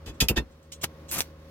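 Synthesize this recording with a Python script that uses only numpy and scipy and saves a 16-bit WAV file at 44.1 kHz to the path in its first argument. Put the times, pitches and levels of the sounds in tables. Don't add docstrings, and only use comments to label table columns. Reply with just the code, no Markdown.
import sys
import numpy as np
from scipy import signal
from scipy.fft import rfft, irfft
from scipy.io import wavfile
from scipy.ndimage import uniform_filter1d

SR = 44100
rng = np.random.default_rng(int(sys.argv[2]) if len(sys.argv) > 2 else 0)


def wav_out(sig):
    wavfile.write(sys.argv[1], SR, np.round(np.clip(np.atleast_2d(sig).T, -1, 1) * 32767).astype(np.int16))


N = 66150

# (multiple of the fan's rate, relative level [dB])
HUM_PARTIALS = [(1, -47.5), (2, -53), (3, -59), (4, -63), (5, -64), (6, -65), (7, -56), (14, -67)]
# (time [s], relative level [dB])
HUM_RIDE = [(0, -0.5), (0.6, -6.5), (0.9, 2), (1.5, 0)]
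AIR_RIDE = [(0.0, -48), (0.262, -46), (0.404, -51), (0.672, -54), (0.83, -48.5), (1.052, -47), (1.5, -50)]
# (frequency [Hz], relative level [dB])
AIR_EQ = [(25, -19.5), (70, 4.5), (110, -5), (170, -10), (300, -6), (420, -11), (560, -6), (750, -17.5),
          (1080, -15), (1500, -19), (3000, -27.5), (6000, -34), (10000, -47.5), (16000, -46.5)]

# (time [s], attack [s], hold [s], decay [dB/s], first strike over the chatter [dB],
# tube [dB], head [dB], both joined [dB], clash [dB], high cut [Hz], low cut [Hz], left over right [dB])
KNOCKS = [(0.059, 0.0045, 0.033, 809, -4, -48.5, -83, -55, -47, 8100, 680, 0),
          (0.2029, 0.0019, 0.011, 750, -8, -22.5, -38.5, -32.5, -20.5, 11100, 1460, 0.5),
          (0.2844, 0.0019, 0.01, 1003, 6.5, -54, -26.5, -51, -25.5, 16300, 2220, -2.5),
          (0.359, 0.017, 0.0028, 948, -36, -33.5, -44, -23.5, -25, 4320, 496, -2.5)]
# (frequency [Hz], relative level [dB], t60 before damping [s])
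TUBE_MODES = [(1990, -15, .08), (2060, -19, .15), (2585, 0, .07), (3100, -6, .05), (3378, -2, .075),
              (4020, -8, .05), (4770, -5, .065), (5435, -8, .1), (6448, -6, .06), (6770, -5, .068),
              (7854, -8, .06), (8452, -8, .065), (9974, -12, .06), (10730, -13, .07), (12190, -11, .065),
              (12580, -13, .07), (15160, -14, .07)]
HEAD_MODES = [(2600, -3, .03), (2684, 0, .085), (2770, -2, .05), (3030, -3, .035), (3618, -13, .08),
              (4490, -10, .08), (4900, -7, .035), (7321, -15, .07), (7585, -13, .075), (10510, -14, .05),
              (11900, -12, .045), (13840, -7, .06), (15450, -6, .03)]
JOINED_MODES = [(1838, 0, .05), (2261, -15, .07), (2690, -2, .075), (3451, -8, .05), (3610, -1, .058),
                (4167, -19, .2), (4902, -8, .05), (6234, -13, .055), (6939, -14, .05)]
# (frequency [Hz], relative level [dB])
CLASH_EQ = [(300, -14.5), (900, -4), (1500, -18), (2150, -16.5), (2600, 5.5), (3300, 1.5), (4000, -0.5),
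            (5000, 2), (6500, -1), (9000, -8.5), (13000, 2), (16000, -4.5)]

# (time [s], push [dB], time to peak force [s], rumble [dB])
THUMPS = [(0.075, -24, 0.0018, -43.5), (0.096, -25.5, 0.0011, -44), (0.2250, -7.5, 0.00098, -27.5),
          (0.3072, -14, 0.00026, -28), (0.3773, -8, 0.0012, -25.5), (0.492, -38, 0.0021, -57)]
# (frequency [Hz], relative level [dB], t60 [s])
BENCH_MODES = [(59.5, 0, .135), (92, -4, .06), (135, -6, .05), (197, -6, .085), (341, -2, .065)]
# (frequency [Hz], relative level [dB])
RUMBLE_EQ = [(25, -20.5), (65, -1.5), (130, -1), (200, -2), (260, -4), (350, -3), (550, -13), (1000, -18),
             (2000, -25), (5000, -45.5)]

# (time [s], attack [s], hold [s], decay [dB/s], force [dB])
ROD_TAPS = [(0.14, 0.0014, .004, 474.5, -66.5), (0.505, 0.0028, 0.0121, 394.5, -73.5),
            (0.624, .003, .004, 405, -69), (0.717, 0.0047, 0.002, 656, -42),
            (0.812, 0.0026, 0.01, 700, -43.5), (1.082, 0.0078, 0.0036, 419, -46.5)]
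# (frequency [Hz], relative level [dB], t60 [s])
ROD_MODES = [(3370, -3, .08), (3618, -13, .1), (4050, -7, .08), (5803, -11, .09), (6430, -3, .06),
             (6772, -7, .07), (7354, -3, .06), (7790, -1, .06), (8549, -8, .07), (11780, -12, .07)]
# (frequency [Hz], relative level [dB])
SCRAPE_EQ = [(500, -22.5), (2200, -8), (3300, 4), (5000, 1.5), (7500, 5), (10000, -14.5), (16000, -5)]

# (time [s], attack [s], hold [s], decay [dB/s], sizzle [dB], sputter [dB], flare [dB])
ARC_BURNS = [(0.829, 0.012, 0.002, 1399, -27.5, -26, -33.5),
             (1.1087, 0.0064, 0.029, 461, -35, -42.5, -31.5), (1.13, 0.04, 0.017, 455, -39, -35, -62),
             (1.179, 0.0074, 0.0033, 901, -35.5, -36.5, -30), (1.204, 0.011, 0.0021, 1402, -33, -67, -50)]
# (frequency [Hz], relative level [dB])
SIZZLE_EQ = [(200, -13), (1000, -14.5), (2500, 0.5), (4000, -13.5), (6000, -2), (9000, -8.5), (13000, -3.5),
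             (16000, -13)]
SPUTTER_EQ = [(50, -11.5), (130, -0.5), (250, 0.5), (500, -8), (1000, -2), (2200, -13.5), (4000, -8.5),
              (8000, -13.5), (16000, -59)]
FLARE_EQ = [(1000, -24), (5000, -8), (9000, -3), (13000, -0.5), (16000, -10.5)]
FIZZ_EQ = [(500, -9), (2000, -3), (5000, -3.5), (8000, -13), (16000, -11.5)]
# (time [s], level [dB])
FIZZ_RIDE = [(0, -69), (0.8, -70), (0.88, -64.5), (1.08, -65.5), (1.24, -55), (1.33, -69.5), (1.5, -61)]
# (time [s], pulse [dB], time to peak [s], crackle [dB])
POPS = [(0.8426, -8, .000055, -27), (1.1142, -23, .00003, -32), (1.1894, -23, .00006, -30),
        (1.2061, -3.5, .000035, -15)]

CONTACTS_PER_S, CRACKLES_PER_S, SPUTTERS_PER_S = 5500, 9000, 7000
FAN_HZ, FAN_WAVER = 77.7, 0.00094
RIGHT_LAG_S, CUTOFF_HZ = 4 / SR, 16300
TIME = np.arange(N) / SR


def from_db(db):
    return 10 ** (np.asarray(db) / 20)


def rms_one(x):
    return x / np.sqrt(np.mean(x ** 2) + 1e-20)


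def ride(points):
    return from_db(np.interp(TIME, *np.transpose(points)))


def envelope(start, attack_s, hold_s, decay_db_per_s):
    t = TIME - start
    return np.clip(t / attack_s, 0, 1) * from_db(-decay_db_per_s * np.maximum(t - attack_s - hold_s, 0))


def convolve(x, response):
    return signal.fftconvolve(x, response)[:N]


def equalise(x, curve, size=8192):
    hz, db = np.transpose(curve)
    bin_hz = np.arange(size // 2 + 1) * SR / size
    gains = from_db(np.interp(np.log(bin_hz + 1), np.log(hz), db))
    cepstrum = irfft(np.log(gains))
    cepstrum[1:size // 2] *= 2
    cepstrum[size // 2 + 1:] = 0
    response = irfft(np.exp(rfft(cepstrum)))
    return convolve(x, response / np.linalg.norm(response))


def clicks(per_s, spread_db):
    sizes = from_db(spread_db * np.minimum(rng.exponential(1, N), 4))
    return rms_one(sizes * rng.choice([-1, 1], N) * (rng.random(N) < per_s / SR))


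def ring(force, modes, damping=1):
    out = 0
    for hz, db, t60 in modes:
        radius = from_db(-60 * damping / (t60 * SR))
        feedback = [1, -2 * radius * np.cos(2 * np.pi * hz / SR), radius ** 2]
        out += from_db(db) * rms_one(signal.lfilter([1, 0, -1], feedback, force + 1e-18))
    mode_power = sum(from_db(db) ** 2 for _, db, _ in modes)
    return out * np.sqrt(np.mean(force ** 2) / mode_power)


def at_mic(x):
    return np.array([x, np.interp(TIME - RIGHT_LAG_S, TIME, x)])


def stereo_clicks(per_s, spread_db, width_db):
    shared, *sides = [clicks(per_s, spread_db) for _ in range(3)]
    return rms_one(at_mic(shared) + from_db(width_db) * np.array(sides))


def workshop(x, wet_db, t60, size=12000):
    tails = rng.standard_normal((2, size)) * from_db(-60 * TIME[:size] / t60)
    wet = np.array([convolve(x, tail / np.linalg.norm(tail)) for tail in tails])
    return (at_mic(x) + from_db(wet_db) * wet) / np.sqrt(1 + from_db(wet_db) ** 2)


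def fan(crossover_hz=870):
    waver = rms_one(uniform_filter1d(rng.standard_normal(N), size=4000))
    phase = 2 * np.pi * np.cumsum(FAN_HZ * (1 + FAN_WAVER * waver)) / SR
    hum = sum(from_db(db) * np.sqrt(2) * np.sin(multiple * phase + rng.uniform(0, 2 * np.pi))
              for multiple, db in HUM_PARTIALS)
    shared, *sides = [equalise(noise, AIR_EQ) for noise in rng.standard_normal((3, N))]
    low_air = at_mic(signal.lfilter(*signal.butter(1, crossover_hz, fs=SR), shared))
    high_air = signal.lfilter(*signal.butter(1, crossover_hz, "high", fs=SR), sides)
    return from_db(-3.5) * (ride(HUM_RIDE) * at_mic(hum) + ride(AIR_RIDE) * (low_air + high_air))


def hammer():
    out = 0
    for (start, attack, hold, decay, strike_db, tube_db, head_db, joined_db, clash_db,
         high_cut_hz, low_cut_hz, pan_db) in KNOCKS:
        contacts = stereo_clicks(CONTACTS_PER_S, spread_db=0.65, width_db=2)
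        strike = envelope(start, attack_s=0.00033, hold_s=0.00055, decay_db_per_s=3491.5)
        chatter = envelope(start, attack, hold, decay)
        force = contacts * (from_db(strike_db) * strike + chatter)
        tube = from_db(tube_db) * ring(force, TUBE_MODES, damping=1.45)
        head = from_db(head_db) * ring(force, HEAD_MODES, damping=1.3)
        joined = from_db(joined_db) * ring(force, JOINED_MODES, damping=1.55)
        clash = from_db(clash_db) * np.array([equalise(side, CLASH_EQ) for side in force])
        hardness = signal.butter(1, [low_cut_hz, high_cut_hz], "band", fs=SR)
        pan = from_db([[pan_db / 2], [-pan_db / 2]])
        out += pan * signal.lfilter(*hardness, tube + head + joined + clash)
    return out


def bench():
    top_response = sum(from_db(db - 60 * TIME / t60) * np.cos(2 * np.pi * hz * TIME)
                       for hz, db, t60 in BENCH_MODES)
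    force, swell = 0, 0
    for start, push_db, peak_s, rumble_db in THUMPS:
        age = np.maximum(TIME - start, 0) / peak_s
        push = age * np.exp(-age)
        force += from_db(push_db) * push / push.sum()
        shape = envelope(start - 0.017, attack_s=0.008, hold_s=0.013, decay_db_per_s=449.5)
        swell += from_db(rumble_db) * shape
    thumps = convolve(force, top_response) / 2
    rumble = equalise(swell * rng.standard_normal(N), RUMBLE_EQ)
    return workshop(thumps + rumble, wet_db=-16, t60=0.15)


def rod():
    touches = sum(from_db(db) * envelope(*shape) for *shape, db in ROD_TAPS)
    force = touches * clicks(CONTACTS_PER_S, spread_db=4)
    scrape = from_db(3) * equalise(force, SCRAPE_EQ)
    return workshop(ring(force, ROD_MODES) + scrape, wet_db=2.5, t60=0.042)


def discharges(gain, curve, per_s, spread_db, width_db):
    return np.array([equalise(gain * side, curve) for side in stereo_clicks(per_s, spread_db, width_db)])


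def arc():
    burns = np.array([envelope(*burn[:4]) for burn in ARC_BURNS])
    sizzle_gain, sputter_gain, flare_gain = from_db(np.array(ARC_BURNS)[:, 4:]).T @ burns
    sizzle = discharges(sizzle_gain, SIZZLE_EQ, CRACKLES_PER_S, spread_db=10, width_db=8)
    sputter = discharges(sputter_gain, SPUTTER_EQ, SPUTTERS_PER_S, spread_db=1, width_db=-7.5)
    flare = discharges(flare_gain, FLARE_EQ, CRACKLES_PER_S, spread_db=4, width_db=-1.5)
    fizz = equalise(ride(FIZZ_RIDE) * clicks(CRACKLES_PER_S, spread_db=5), FIZZ_EQ)
    return sizzle + sputter + flare + workshop(fizz, wet_db=4.5, t60=0.08)


def pops(attack_s=0.0005):
    out = 0
    for time, pulse_db, peak_s, crackle_db in POPS:
        age = (TIME - time) / peak_s
        pulse = from_db(pulse_db) * age * np.exp((1 - age ** 2) / 2)
        puff = envelope(time - attack_s, attack_s, hold_s=0, decay_db_per_s=8000)
        out += pulse + from_db(crackle_db) * puff * rng.standard_normal(N)
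    return workshop(out, wet_db=-8.5, t60=0.056)


def scene():
    return hammer() + bench() + rod() + arc() + pops() + fan()


def record(dry):
    return signal.sosfilt(signal.ellip(10, .1, 80, CUTOFF_HZ, fs=SR, output="sos"), dry)


dry = scene()
out = record(dry)
wav_out(out)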